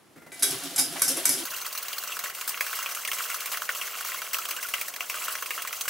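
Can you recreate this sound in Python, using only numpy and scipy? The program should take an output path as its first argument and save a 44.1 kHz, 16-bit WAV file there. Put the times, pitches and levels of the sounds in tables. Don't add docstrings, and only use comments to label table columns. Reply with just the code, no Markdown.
import sys
import numpy as np
from scipy import signal
from scipy.fft import rfft, irfft
from scipy.io import wavfile

SR = 44100
rng = np.random.default_rng(int(sys.argv[2]) if len(sys.argv) > 2 else 0)


def log_audio(samples):
    frames = np.atleast_2d(samples).T
    limited = np.clip(frames, -1, 1)
    pcm = np.round(limited * 32767).astype(np.int16)
    wavfile.write(sys.argv[1], SR, pcm)


N = 259749

JUMP_S, FAST = 1.444, 4

# (frequency [Hz], level [dB])
ROOM_TONE_SLOW = [(18, -53), (30, -31), (136, -6), (228, -5), (253, -4), (394, -4.5), (485, -8),
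                  (1780, -14.5), (2130, -16), (15000, -30)]
ROOM_TONE_FAST = [(25, -34), (90, -13), (125, -17.5), (156, 2.5), (200, -1.5), (280, -5.5), (450, 8),
                  (900, 7.5), (2000, -22), (15000, -28)]
# (frequency [Hz], level [dB])
SIDE_ECHO_EQ = [(100, 10), (250, 0), (500, 3.5), (1200, -2.5), (2500, 0), (5000, 3.5), (8000, 2),
                (14000, 2)]
# (time [s], churn level [dB], scrape level [dB])
STIR_EFFORT = [(0.0, -87, -66), (0.3, -72, -61), (0.345, -49.5, -47), (0.48, -38.5, -44),
               (0.62, -39.5, -38.5), (0.75, -39, -39.5), (0.82, -42, -55), (0.9, -38, -36.5),
               (1.2, -37.5, -38), (1.44, -38, -33.5)]
# (frequency [Hz], level [dB])
STEEL_SLOW_EQ = [(60, -78), (900, -20.5), (1600, -12), (3000, -21.5), (4400, -13), (5300, -4.5), (6800, -5),
                 (8500, -4.5), (10400, 2), (12000, -6), (14000, -12.5), (16000, -29)]
EGG_SLOW_EQ = [(30, -32), (70, -20), (145, -14), (215, -18.5), (260, -9), (380, -3), (450, -8.5),
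               (600, -5.5), (740, -2), (900, -8), (1400, -1.5), (2300, -4.5), (3000, 1.5), (12000, -9.5)]
STEEL_FAST_EQ = [(40, -35), (300, -29), (1000, -4), (2500, -11), (3600, -3.5), (4400, 0.5), (5300, -0.5),
                 (6200, 0), (7000, -2.5), (7900, -0.5), (8500, -3.5), (9100, -0.5), (9900, -3),
                 (12000, 0.5), (14200, 0), (15200, 3)]
EGG_FAST_EQ = [(30, -27.5), (200, -34), (290, -27), (400, -13.5), (520, -13.5), (700, -10), (880, -17.5),
               (1000, -6.5), (1100, 0), (1400, -5.5), (1600, -7.5), (1800, -9), (2300, -9.5), (2900, -4),
               (3700, -13), (6000, -17), (14000, -24.5)]
# (frequency [Hz], width [Hz], boost [dB])
PAN_RESONANCES = [(492, 20, 9.5), (580, 24, 5), (620, 32, 9.5), (706, 24, 8), (800, 50, 3.5), (870, 70, -3),
                  (960, 40, 6), (1040, 36, 5), (1110, 55, 4.5), (1230, 40, 2.5), (1320, 55, 4),
                  (1490, 70, 3), (1930, 60, 4), (2030, 50, 6), (2170, 90, 4.5), (2360, 80, 5),
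                  (2560, 50, 4), (2770, 150, 5), (3120, 60, 4), (3310, 120, 6)]
# (time [s], level [dB])
BUMPS = [(0.158, -48.5), (0.173, -48.5), (0.217, -47.5), (0.262, -44), (0.319, -44.5)]
# (frequency [Hz], level [dB])
BUMP_EQ = [(50, -21), (200, 1), (450, 1), (900, -8.5), (2200, -9), (3200, -21.5), (12000, -22.5)]
# (frequency [Hz], level [dB], t60 [s])
WALL_MODES = [(1325, -11, .14), (1530, 0, .24), (1610, -2, .16), (2010, -7, .3), (2120, -9, .3),
              (2245, -5, .15), (2303, -4.5, .24), (2420, -8, .15), (3030, -6, .18), (3340, -7, .25),
              (3768, -3, .22), (3812, -4, .24), (3892, -4, .17)]
# (time [s], level [dB], pitch [Hz])
TABLE_THUDS = [(0.172, -43, 173), (0.325, -56, 154), (0.506, -36, 150), (0.545, -39, 127),
               (0.793, -44, 144), (0.878, -44, 145), (1.076, -41, 160), (1.133, -42, 154),
               (1.292, -42, 148), (1.337, -46, 140), (1.504, -54, 130), (1.562, -53, 130),
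               (1.882, -60, 120), (2.237, -58, 140), (2.298, -55, 120), (2.932, -67, 130),
               (3.129, -56, 120), (3.571, -58, 120), (4.385, -64, 130), (4.508, -56, 130),
               (4.686, -54, 130), (4.81, -53, 160), (4.962, -61, 120), (5.096, -58, 110), (5.178, -56, 110),
               (5.352, -65, 130), (5.811, -57, 130), (5.878, -53, 130)]
# (time [s], level [dB], rattle relative to the clash [dB],
# clash length [s], wall clang [dB], pitch of the struck wires [Hz], pitch of the wall spot [Hz])
WIRE_CLASHES = [(0.319, -39.5, -1.5, 0.0059, -43, 10700, 2080),
                (0.3924, -31, -15, 0.0084, -46, 10600, 3800), (0.4233, -15, -2, 0.0062, -33, 5480, 1550),
                (0.4309, -6.5, -22, 0.0044, -14.5, 10500, 3820), (0.506, -18, -14, 0.0077, -41, 9800, 2300),
                (0.6344, -28, -8, 0.006, -40, 5400, 3300), (0.76, -15.5, -12, 0.0053, -38, 7380, 2060),
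                (0.7796, -15, -1, 0.0043, -33.5, 5000, 3780), (0.7929, -10.5, -26, 0.0078, -29, 7700, 3000),
                (0.994, -24, -17, 0.0046, -30, 10200, 2330), (1.0185, -4, -15, 0.005, -22.5, 6100, 1550),
                (1.0792, -15, -2.5, 0.0028, -45, 5400, 1990), (1.168, -26, -1, 0.0036, -39, 11600, 2100),
                (1.2543, -1.5, -19, 0.0033, -22.5, 6100, 2400),
                (1.291, -10.5, -7.5, 0.005, -34, 5360, 2290)]
# (frequency [Hz], level [dB])
WIRE_MODES = [(3030, -38), (4910, -29.5), (5222, -31), (5441, -38), (5947, -35), (7385, -39), (7515, -33),
              (7585, -35), (7989, -37), (9781, -35), (10022, -42), (10113, -37), (10487, -34), (11423, -33)]
# (time [s], level [dB], pitch [Hz], glide [share of pitch])
EGG_GULPS = [(0.419, -42, 425, 0.17), (0.461, -44.3, 269, 0), (0.507, -39.5, 386, 0.047),
             (0.613, -45.5, 710, -0.08), (0.614, -42.5, 274, -0.29), (0.761, -42, 831, -0.032),
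             (0.762, -47.7, 320, -0.1), (0.779, -43.5, 260, -0.14), (0.849, -49, 319, -0.18),
             (0.896, -51, 717, 0.25), (0.914, -47.5, 337, 0.089), (1.046, -50, 360, 0.11),
             (1.068, -43.5, 258, -0.11), (1.071, -41, 534, 0.3), (1.143, -49.5, 549, -0.32),
             (1.147, -51, 697, -0.08), (1.158, -39.5, 359, 0.27), (1.229, -43, 990, 0.065),
             (1.258, -46, 282, -0.095), (1.271, -45, 578, -0.17), (1.31, -42.5, 377.6, 0.22),
             (1.37, -41.0, 338, 0.098)]
# (time [s], level [dB], pitch [Hz])
EGG_SQUELCHES = [(0.79, -38, 900), (0.957, -36.5, 870), (0.962, -34, 1860), (1.172, -31, 487),
                 (1.179, -45, 1500)]
# (time [s], clash [dB], knock [dB], knock pitch [Hz], drag afterwards [dB])
FAST_STROKES = [(1.4532, -28.5, -56, 2420, -39), (1.504, -31, -53, 2420, -38),
                (1.537, -37, -37, 1540, -37.5), (1.5632, -30.5, -52, 1530, -38),
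                (1.615, -32, -54, 1630, -39.5), (1.646, -44, -53, 1960, -36),
                (1.6632, -29.5, -38, 1300, -40), (1.727, -31.5, -56, 1730, -39.5),
                (1.75, -34, -38, 1360, -40), (1.776, -28.5, -61, 1410, -39.5),
                (1.8272, -30.5, -43, 1400, -40), (1.8827, -30.5, -44, 2440, -38),
                (1.929, -30, -36, 3260, -39), (1.9826, -27, -57, 1580, -40), (2.036, -29, -36, 1420, -40.5),
                (2.074, -32.5, -48, 1520, -37.5), (2.12, -46, -36, 2930, -37.5),
                (2.167, -33, -32, 1400, -49), (2.1907, -28, -42, 1810, -40),
                (2.2386, -35, -50, 2070, -33.5), (2.2575, -47, -32.5, 1590, -40.5),
                (2.298, -33, -39, 1610, -44), (2.348, -32, -42, 2380, -41),
                (2.4106, -28.5, -35.5, 2680, -40.5), (2.4768, -24, -58, 2080, -37),
                (2.492, -24.5, -51, 2400, -38), (2.542, -48, -34.5, 2320, -39.5),
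                (2.573, -34, -38, 1420, -42.5), (2.607, -25, -23.5, 2020, -37.5),
                (2.6646, -33, -33, 1540, -37.5), (2.7289, -40, -32, 1360, -37),
                (2.7535, -33, -50, 1850, -35), (2.7885, -30.5, -32, 1310, -37),
                (2.826, -30.5, -37, 1710, -37.5), (2.8591, -44, -28, 2500, -36.5),
                (2.89, -39, -47, 1920, -33.5), (2.92, -30, -38.5, 1520, -42), (2.948, -27, -41, 2470, -38),
                (3.0115, -40, -61, 1790, -39.5), (3.049, -28, -31, 2480, -45),
                (3.075, -28.5, -36, 2900, -40.5), (3.1146, -28, -27.5, 2470, -48),
                (3.131, -27.5, -42, 1980, -36.5), (3.184, -32, -46, 1680, -34.5),
                (3.238, -29.5, -37, 2870, -36), (3.2996, -32, -38.5, 1840, -34.5),
                (3.343, -27, -36, 1430, -38), (3.404, -27.5, -42, 2670, -39),
                (3.4577, -27, -37.5, 2200, -38), (3.517, -46, -44, 2180, -30.5),
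                (3.5423, -36, -32, 1690, -40), (3.5712, -27.5, -31.5, 1550, -40),
                (3.6187, -33, -28.5, 1400, -41), (3.69, -43, -23.5, 1760, -38.5),
                (3.749, -30, -35, 2530, -37.5), (3.8124, -38, -33.5, 2600, -37.5),
                (3.874, -47, -36.5, 1730, -38.5), (3.941, -47, -42, 1430, -36.5),
                (4.0075, -35, -34.5, 1460, -38), (4.0472, -33, -38, 1200, -36),
                (4.1178, -45, -34, 2020, -36), (4.143, -34, -34, 1350, -39),
                (4.2172, -33, -30, 1440, -39.5), (4.332, -24.5, -41, 1800, -34.5),
                (4.3433, -25, -28, 2530, -38), (4.366, -30.5, -34.5, 1340, -43),
                (4.3846, -27.5, -33, 1340, -39.5), (4.4529, -30, -33, 2800, -41),
                (4.487, -28, -41, 1450, -39), (4.5083, -26, -34.5, 2600, -40), (4.564, -29, -37, 2660, -40),
                (4.6274, -26.5, -35, 2100, -41), (4.686, -29.5, -43, 1940, -41),
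                (4.7369, -29, -26, 2450, -36.5), (4.812, -26.5, -33, 2200, -40),
                (4.8816, -28, -36, 1670, -46), (4.938, -34, -39, 2770, -49), (4.961, -30, -37, 1960, -46.5),
                (5.0057, -32, -29.5, 2400, -40.5), (5.097, -27, -29.5, 2200, -37),
                (5.1412, -39, -33.5, 1470, -37), (5.219, -36, -40, 2180, -35.5),
                (5.2805, -31.5, -27.5, 1340, -36), (5.3517, -31, -30, 1650, -37.5),
                (5.423, -29.5, -30, 1380, -43), (5.459, -32, -37.5, 2370, -40),
                (5.5056, -31, -28, 2120, -38), (5.577, -46, -33.5, 1440, -38.5),
                (5.6196, -28, -39, 2470, -41.5), (5.6484, -39, -33.5, 1260, -41.5),
                (5.673, -30, -35.5, 1940, -39.5), (5.7274, -29.5, -33, 2310, -40),
                (5.8093, -24.5, -35, 2980, -38.5), (5.853, -34.5, -39, 1330, -42.5),
                (5.879, -30, -34, 1950, -29)]
# (time [s], level [dB])
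FAST_CHURN = [(1.45, -40.5), (2.51, -39.5), (2.66, -40), (3.7, -40), (4.63, -39.5), (4.87, -39.5),
              (5.44, -42), (5.89, -41)]
# (time [s], relative level [dB])
SNAP_PING = [(1.45, -5.5), (2.0, -4.5), (2.2, -31.5), (5.89, -25)]
# (time [s], level [dB], pitch [Hz], glide [share of pitch])
EGG_PLOPS = [(1.459, -41.2, 1360, 0.1), (1.538, -32.5, 2890, 0.2), (1.657, -42, 1320, 0.11),
             (1.82, -37, 1364, 0.16), (1.972, -37, 1310, 0.18), (2.116, -32.5, 2770, -0.058),
             (2.28, -38.6, 1300, 0.2), (2.441, -40.7, 2150, 0.12), (2.568, -43, 1254, -0.24),
             (2.635, -41, 1325, 0.28), (2.696, -48, 1240, -0.22), (2.76, -38.3, 1200, -0.24),
             (2.944, -42, 2760, 0.07), (3.077, -30.5, 1930, -0.24), (3.302, -35.6, 1390, -0.068),
             (3.482, -39, 1440, -0.19), (3.809, -29.5, 2740, -0.088), (3.89, -45, 1350, 0.0011),
             (4.084, -34.5, 1474, 0.23), (4.18, -33, 2150, -0.047), (4.38, -31.7, 1290, 0.17),
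             (4.479, -37, 1120, -0.059), (4.538, -36, 1364, 0.28), (4.563, -35, 2790, 0),
             (4.582, -36.1, 1590, 0.24), (4.644, -32, 1447, -0.22), (5.159, -34.9, 1296, 0.062),
             (5.23, -35, 2750, 0.014), (5.454, -42, 2570, -0.13), (5.47, -40, 1025, -0.19),
             (5.53, -39, 2170, -0.23)]
# (time [s], pitch [Hz], level [dB])
FAR_HUM = [(4.3, 385, -88), (4.4, 360, -68), (4.6, 325, -68), (4.75, 299, -82), (4.93, 280.6, -71),
           (5.05, 283, -69), (5.12, 300, -85), (5.22, 346, -67), (5.42, 310.5, -75), (5.58, 283, -69),
           (5.7, 280, -84)]


def amp(db):
    return 10 ** (np.asarray(db) / 20)


def unit(x):
    return x / np.sqrt(np.sum(x ** 2, axis=-1, keepdims=True))


def seconds(length):
    return np.arange(int(length * SR)) / SR


def add(track, s, sound):
    i = max(int(s * SR), 0)
    track[i:i + len(sound)] += sound[:max(N - i, 0)]


def gains(curve):
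    s, *columns = np.transpose(curve)
    return [amp(np.interp(np.arange(N) / SR, s, c)) for c in columns]


def through(x, response):
    return signal.fftconvolve(x, response)[:len(x)]


def causal(db):
    cepstrum = irfft(np.log(amp(db)))
    half = len(db) - 1
    cepstrum[1:half] *= 2
    cepstrum[half + 1:] = 0
    return unit(irfft(np.exp(rfft(cepstrum))))


def eq(x, outline, size=4096):
    hz, db = np.transpose(outline)
    bins = np.maximum(np.arange(size // 2 + 1) * SR / size, 1)
    return through(x, causal(np.interp(np.log(bins), np.log(hz), db)))


def uneven(rate, db):
    steps = rng.standard_normal(int(rate * N / SR) + 2)
    return amp(db * np.interp(np.arange(N) * rate / SR, np.arange(len(steps)), steps))


def room_tone(outline, db):
    shared, left, right = rng.standard_normal((3, N))
    return amp(db) * np.array([eq(shared + 0.8 * own, outline) for own in (left, right)])


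def room_echo(x, pace, t60, wet_db, side_db):
    t = seconds(.6 / pace) * pace
    shared, apart = unit(rng.standard_normal((2, len(t))) * amp(-60 * t / t60) * (t > .002))
    mid = x + amp(wet_db) * through(x, shared)
    side = amp(side_db) * eq(through(x, apart), SIDE_ECHO_EQ)
    return np.array([mid + side, mid - side])


def crackle(rate, spread_db, size=N):
    chance, sign, weight = rng.random((3, size))
    strength = amp(-spread_db * np.log(np.maximum(weight, .02)))
    clicks = (chance < rate / SR) * np.sign(sign - .5) * strength
    return unit(clicks + 1e-9) * np.sqrt(size)


def scrape(gain, texture):
    return gain * uneven(rate=70, db=2.2) * texture


def bubble(hz, cycles, glide):
    age = seconds(5 * cycles / hz) * hz / cycles
    envelope = (1 - np.exp(-2 * cycles * age)) * np.exp(-age)
    return envelope * np.sin(2 * np.pi * cycles * age * (1 + glide * age))


def grains(rate, low_hz, high_hz, cycles, spread_db, glide):
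    out = np.zeros(N)
    for when, pitch, size in rng.random((int(rate * N / SR), 3)):
        hz = low_hz * (high_hz / low_hz) ** pitch
        add(out, when * N / SR, amp(spread_db * size) * bubble(hz, cycles, glide))
    return unit(out) * np.sqrt(N)


def swells(pushes, rise_s, fall_s):
    t, power = seconds(.3), np.zeros(N)
    shape = (1 - np.exp(-t / rise_s)) * np.exp(-t / fall_s)
    for s, db in pushes:
        add(power, s, (amp(db) * shape) ** 2)
    return np.sqrt(power)


def hollow(x, pace, size=32768):
    bins = np.arange(size // 2 + 1) * SR / size * FAST / pace
    hz, width, db = np.transpose(PAN_RESONANCES)[:, :, None]
    boosts_db = db * .5 ** ((2 * (bins - hz) / width) ** 2)
    return through(x, causal(np.sum(boosts_db, axis=0)))


def slow_churn(stir_gain):
    slosh = amp(14) * swells([row[:2] for row in EGG_GULPS], rise_s=0.03, fall_s=0.049)
    bubbles = grains(rate=300, low_hz=155.3, high_hz=2410, cycles=3.9, spread_db=13, glide=0.035)
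    froth = amp(8) * crackle(rate=5000, spread_db=3)
    churn = np.hypot(stir_gain, slosh) * eq(bubbles + froth, EGG_SLOW_EQ)
    return amp(-11) * hollow(churn, pace=0.98)


def contacts(length, clash_s, rattle_s, rattle_db, rate, spread_db):
    t = seconds(length)
    attack = 1 - np.exp(-5 * t / clash_s)
    bunch = np.exp(-(t / clash_s) ** 2) * crackle(20000, 0.42, size=len(t))
    rattle = amp(rattle_db) * np.exp(-t / rattle_s) * crackle(rate, spread_db, size=len(t))
    return attack * (bunch + rattle)


def spot_boost(hz, spot_hz, boost_db=8.5, octaves=0.21):
    return boost_db * np.exp(-(np.log2(hz / spot_hz) / octaves) ** 2)


def clang(x, pace, spot_hz, vary_db):
    t = seconds(.3 / pace) * pace
    hz, db, t60 = np.transpose(WALL_MODES)[:, :, None]
    struck_db = db + spot_boost(hz, spot_hz) + vary_db * rng.standard_normal(db.shape)
    modes = amp(struck_db - 60 * t / t60) * np.cos(2 * np.pi * hz * t)
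    return through(x, unit(np.sum(modes, axis=0)))


def bumps():
    out = np.zeros(N)
    for s, db in BUMPS:
        touch = contacts(0.27, clash_s=0.017, rattle_s=0.06, rattle_db=-9, rate=2800, spread_db=3.5)
        bump = eq(touch, BUMP_EQ)
        ring = amp(-14) * clang(bump, pace=0.91, spot_hz=2100, vary_db=-6)
        add(out, s, amp(db) * (bump + ring))
    return out


def thuds():
    out = np.zeros(N)
    for s, db, hz in TABLE_THUDS:
        thud = bubble(hz, cycles=2.4, glide=0) if s < JUMP_S else np.hanning(int(.7 * SR / hz))
        add(out, s, amp(db) * thud)
    return room_echo(out, pace=0.78, t60=0.13, wet_db=-26, side_db=-18)


def shimmer(length, t60):
    t = seconds(length)
    return unit(rng.standard_normal(len(t)) * amp(-60 * t / t60))


def wires(hit, spot_hz, t60=0.24, detune=.0018):
    t = seconds(.4)
    hz, db = np.transpose(WIRE_MODES)[:, :, None]
    hz = hz * (1 + detune * rng.standard_normal(hz.shape))
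    shares = amp(db + spot_boost(hz, spot_hz) + 0.5 * rng.standard_normal(db.shape))
    modes = shares * np.sin(2 * np.pi * (hz * t + rng.random(db.shape)))
    ring = unit(np.sum(modes, axis=0) * amp(-60 * t / t60))
    tail = amp(-8.5) * ring + amp(-4.5) * shimmer(.4, t60)
    swish = unit(np.diff(bubble(spot_hz, cycles=23, glide=0), prepend=0))
    return hit + amp(-14.5) * through(hit, swish) + through(hit, tail)


def blow(hit):
    return np.sqrt(np.sum(hit ** 2)) * signal.unit_impulse(len(hit))


def clashes():
    whisk, wall = np.zeros((2, N))
    for s, db, rattle_db, clash_s, wall_db, wire_hz, wall_hz in WIRE_CLASHES:
        hit = contacts(.4, clash_s, rattle_s=0.04, rattle_db=rattle_db, rate=1500, spread_db=2.4)
        add(whisk, s, amp(db - 6) * wires(hit, wire_hz))
        add(wall, s, amp(wall_db - 1.5) * clang(blow(hit) + hit / 2, pace=1, spot_hz=wall_hz, vary_db=4))
    return whisk, wall


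def air_pockets(events, pace, gulp_s=.1, rough_db=2.5):
    out = np.zeros(N)
    age = seconds(gulp_s / pace) * pace / gulp_s
    swell = np.sin(np.pi * age ** .7) ** 2
    knots = np.linspace(0, 1, 12)
    for s, db, hz, glide in events:
        wobble, rough = (np.interp(age, knots, v) for v in rng.standard_normal((2, len(knots))))
        pitch = hz * (1 + glide * (age - .5) + .035 * wobble)
        add(out, s, amp(db + rough_db * rough) * swell * np.sin(2 * np.pi * np.cumsum(pitch) / SR))
    return out


def knock(hz, push_s, tail_s, tail_db, spread, firm):
    t = seconds(0.091)
    envelope = np.exp(-(t / push_s) ** 2) + amp(tail_db) * np.exp(-t / tail_s)
    push = envelope * rng.standard_normal(len(t))
    push += firm * blow(push)
    band = signal.butter(3, [hz / (1 + spread), hz * (1 + spread)], "band", fs=SR)
    body = unit(signal.lfilter(*band, push))
    splash = amp(-4.5) * unit(eq(push, EGG_FAST_EQ, size=1024))
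    return unit(body + splash) * np.sqrt(SR * .01)


def squelches():
    out = np.zeros(N)
    for s, db, hz in EGG_SQUELCHES:
        add(out, s, amp(db - 1) * knock(hz, push_s=0.028, tail_s=0.02, tail_db=-12, spread=0.5, firm=0))
    return out


def slow_turns():
    stir_gain, scrape_gain = gains(STIR_EFFORT)
    scraping = scrape(amp(-5.5) * scrape_gain, crackle(rate=1100, spread_db=2.8))
    whisk, wall = clashes()
    steel = eq(scraping + whisk, STEEL_SLOW_EQ) + wall + bumps()
    return steel + slow_churn(stir_gain) + squelches() + air_pockets(EGG_GULPS, pace=1)


def drag_gain(sag_db_per_s=11.5, lift_s=0.018, lift_db=-1.5):
    t = np.arange(N) / SR
    starts, *_, drag_db = np.transpose(FAST_STROKES)
    last = np.maximum(np.searchsorted(starts, t) - 1, 0)
    since_blow = np.maximum(t - starts[last], 0)
    lift = np.zeros(N)
    for s in starts:
        add(lift, s - lift_s, np.linspace(0, 1, int(lift_s * SR)))
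    return amp(drag_db[last] - sag_db_per_s * since_blow + lift_db * np.minimum(lift, 1))


def fast_churn(drag, usual_drag_db=-39.5):
    stirred = gains(FAST_CHURN)[0] * drag / amp(usual_drag_db)
    knocks = [(s, db) for s, _, db, *_ in FAST_STROKES]
    splashes = amp(1) * swells(knocks, rise_s=0.0025, fall_s=0.011)
    gain = np.hypot(stirred, splashes) * uneven(rate=70, db=1.4)
    bubbles = amp(-1) * grains(rate=420, low_hz=1250, high_hz=3900, cycles=3.5, spread_db=12, glide=0.03)
    froth = amp(4.5) * crackle(rate=3000, spread_db=2.2)
    return amp(-11.5) * gain * eq(bubbles + froth, EGG_FAST_EQ)


def graze(length):
    t = seconds(length)
    return t / length * crackle(rate=8000, spread_db=1, size=len(t))


def fast_clash():
    hit = contacts(.12, clash_s=0.0054, rattle_s=0.016, rattle_db=-14, rate=3800, spread_db=3.5)
    pace = FAST * (1 + .025 * rng.standard_normal())
    hit += amp(-7.5) * clang(hit, pace, spot_hz=rng.uniform(1030, 2950), vary_db=6)
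    return hit + amp(-1) * through(hit, shimmer(.08, t60=0.053))


def snap(ping_db):
    t = seconds(.01)
    tick = unit(np.exp(-t / .0007) * rng.standard_normal(len(t)))
    ping_hz = 4340 * rng.uniform(0.9, 1.146)
    ping = unit(np.exp(-t / 0.0015) * np.sin(2 * np.pi * ping_hz * t))
    return (tick + amp(ping_db + 5) * ping) * np.sqrt(SR * .003)


def fast_strokes(graze_s=0.0045):
    drag = drag_gain()
    tinkle = grains(rate=780, low_hz=5800, high_hz=15790, cycles=22, spread_db=12, glide=0)
    steel = scrape(amp(1) * drag, crackle(rate=5000, spread_db=0.93) + amp(-5.5) * tinkle)
    egg = fast_churn(drag)
    for s, clash_db, knock_db, hz, _ in FAST_STROKES:
        ping_db = np.interp(s, *np.transpose(SNAP_PING))
        add(steel, s + .0008, amp(clash_db - 5) * snap(ping_db))
        add(steel, s, amp(clash_db + 0.5) * fast_clash())
        add(steel, s - graze_s, amp(clash_db - 7) * graze(graze_s))
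        clack = knock(hz, push_s=0.006, tail_s=0.019, tail_db=-14, spread=0.29, firm=1.3)
        add(egg, s + 0.001815, amp(knock_db - 2.5) * clack)
    return eq(steel, STEEL_FAST_EQ) + hollow(egg, FAST) + air_pockets(EGG_PLOPS, FAST)


def hum():
    t = np.arange(N) / SR
    s, hz, db = np.transpose(FAR_HUM)
    pitch = np.interp(t, s, hz) * uneven(rate=40, db=.08)
    gain = amp(np.interp(t, s, db)) * (t > s[0])
    return gain * np.sqrt(2) * np.sin(2 * np.pi * np.cumsum(pitch) / SR)


def scene():
    fade = np.clip((np.arange(N) / SR - JUMP_S) / .004, 0, 1)
    slow = room_echo(slow_turns(), pace=1, t60=0.07, wet_db=-9.5, side_db=-8.5)
    slow += room_tone(ROOM_TONE_SLOW, db=-60.5)
    fast = room_echo(fast_strokes(), pace=FAST, t60=0.34, wet_db=-16, side_db=-8.5)
    fast += room_tone(ROOM_TONE_FAST, db=-57.5)
    return (1 - fade) * slow + fade * fast + thuds() + hum()


def record(dry):
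    lowpass = signal.ellip(8, .1, 60, 15700, fs=SR, output="sos")
    return signal.sosfiltfilt(lowpass, np.clip(dry, -1, 1))


dry = scene()
out = record(dry)
log_audio(out)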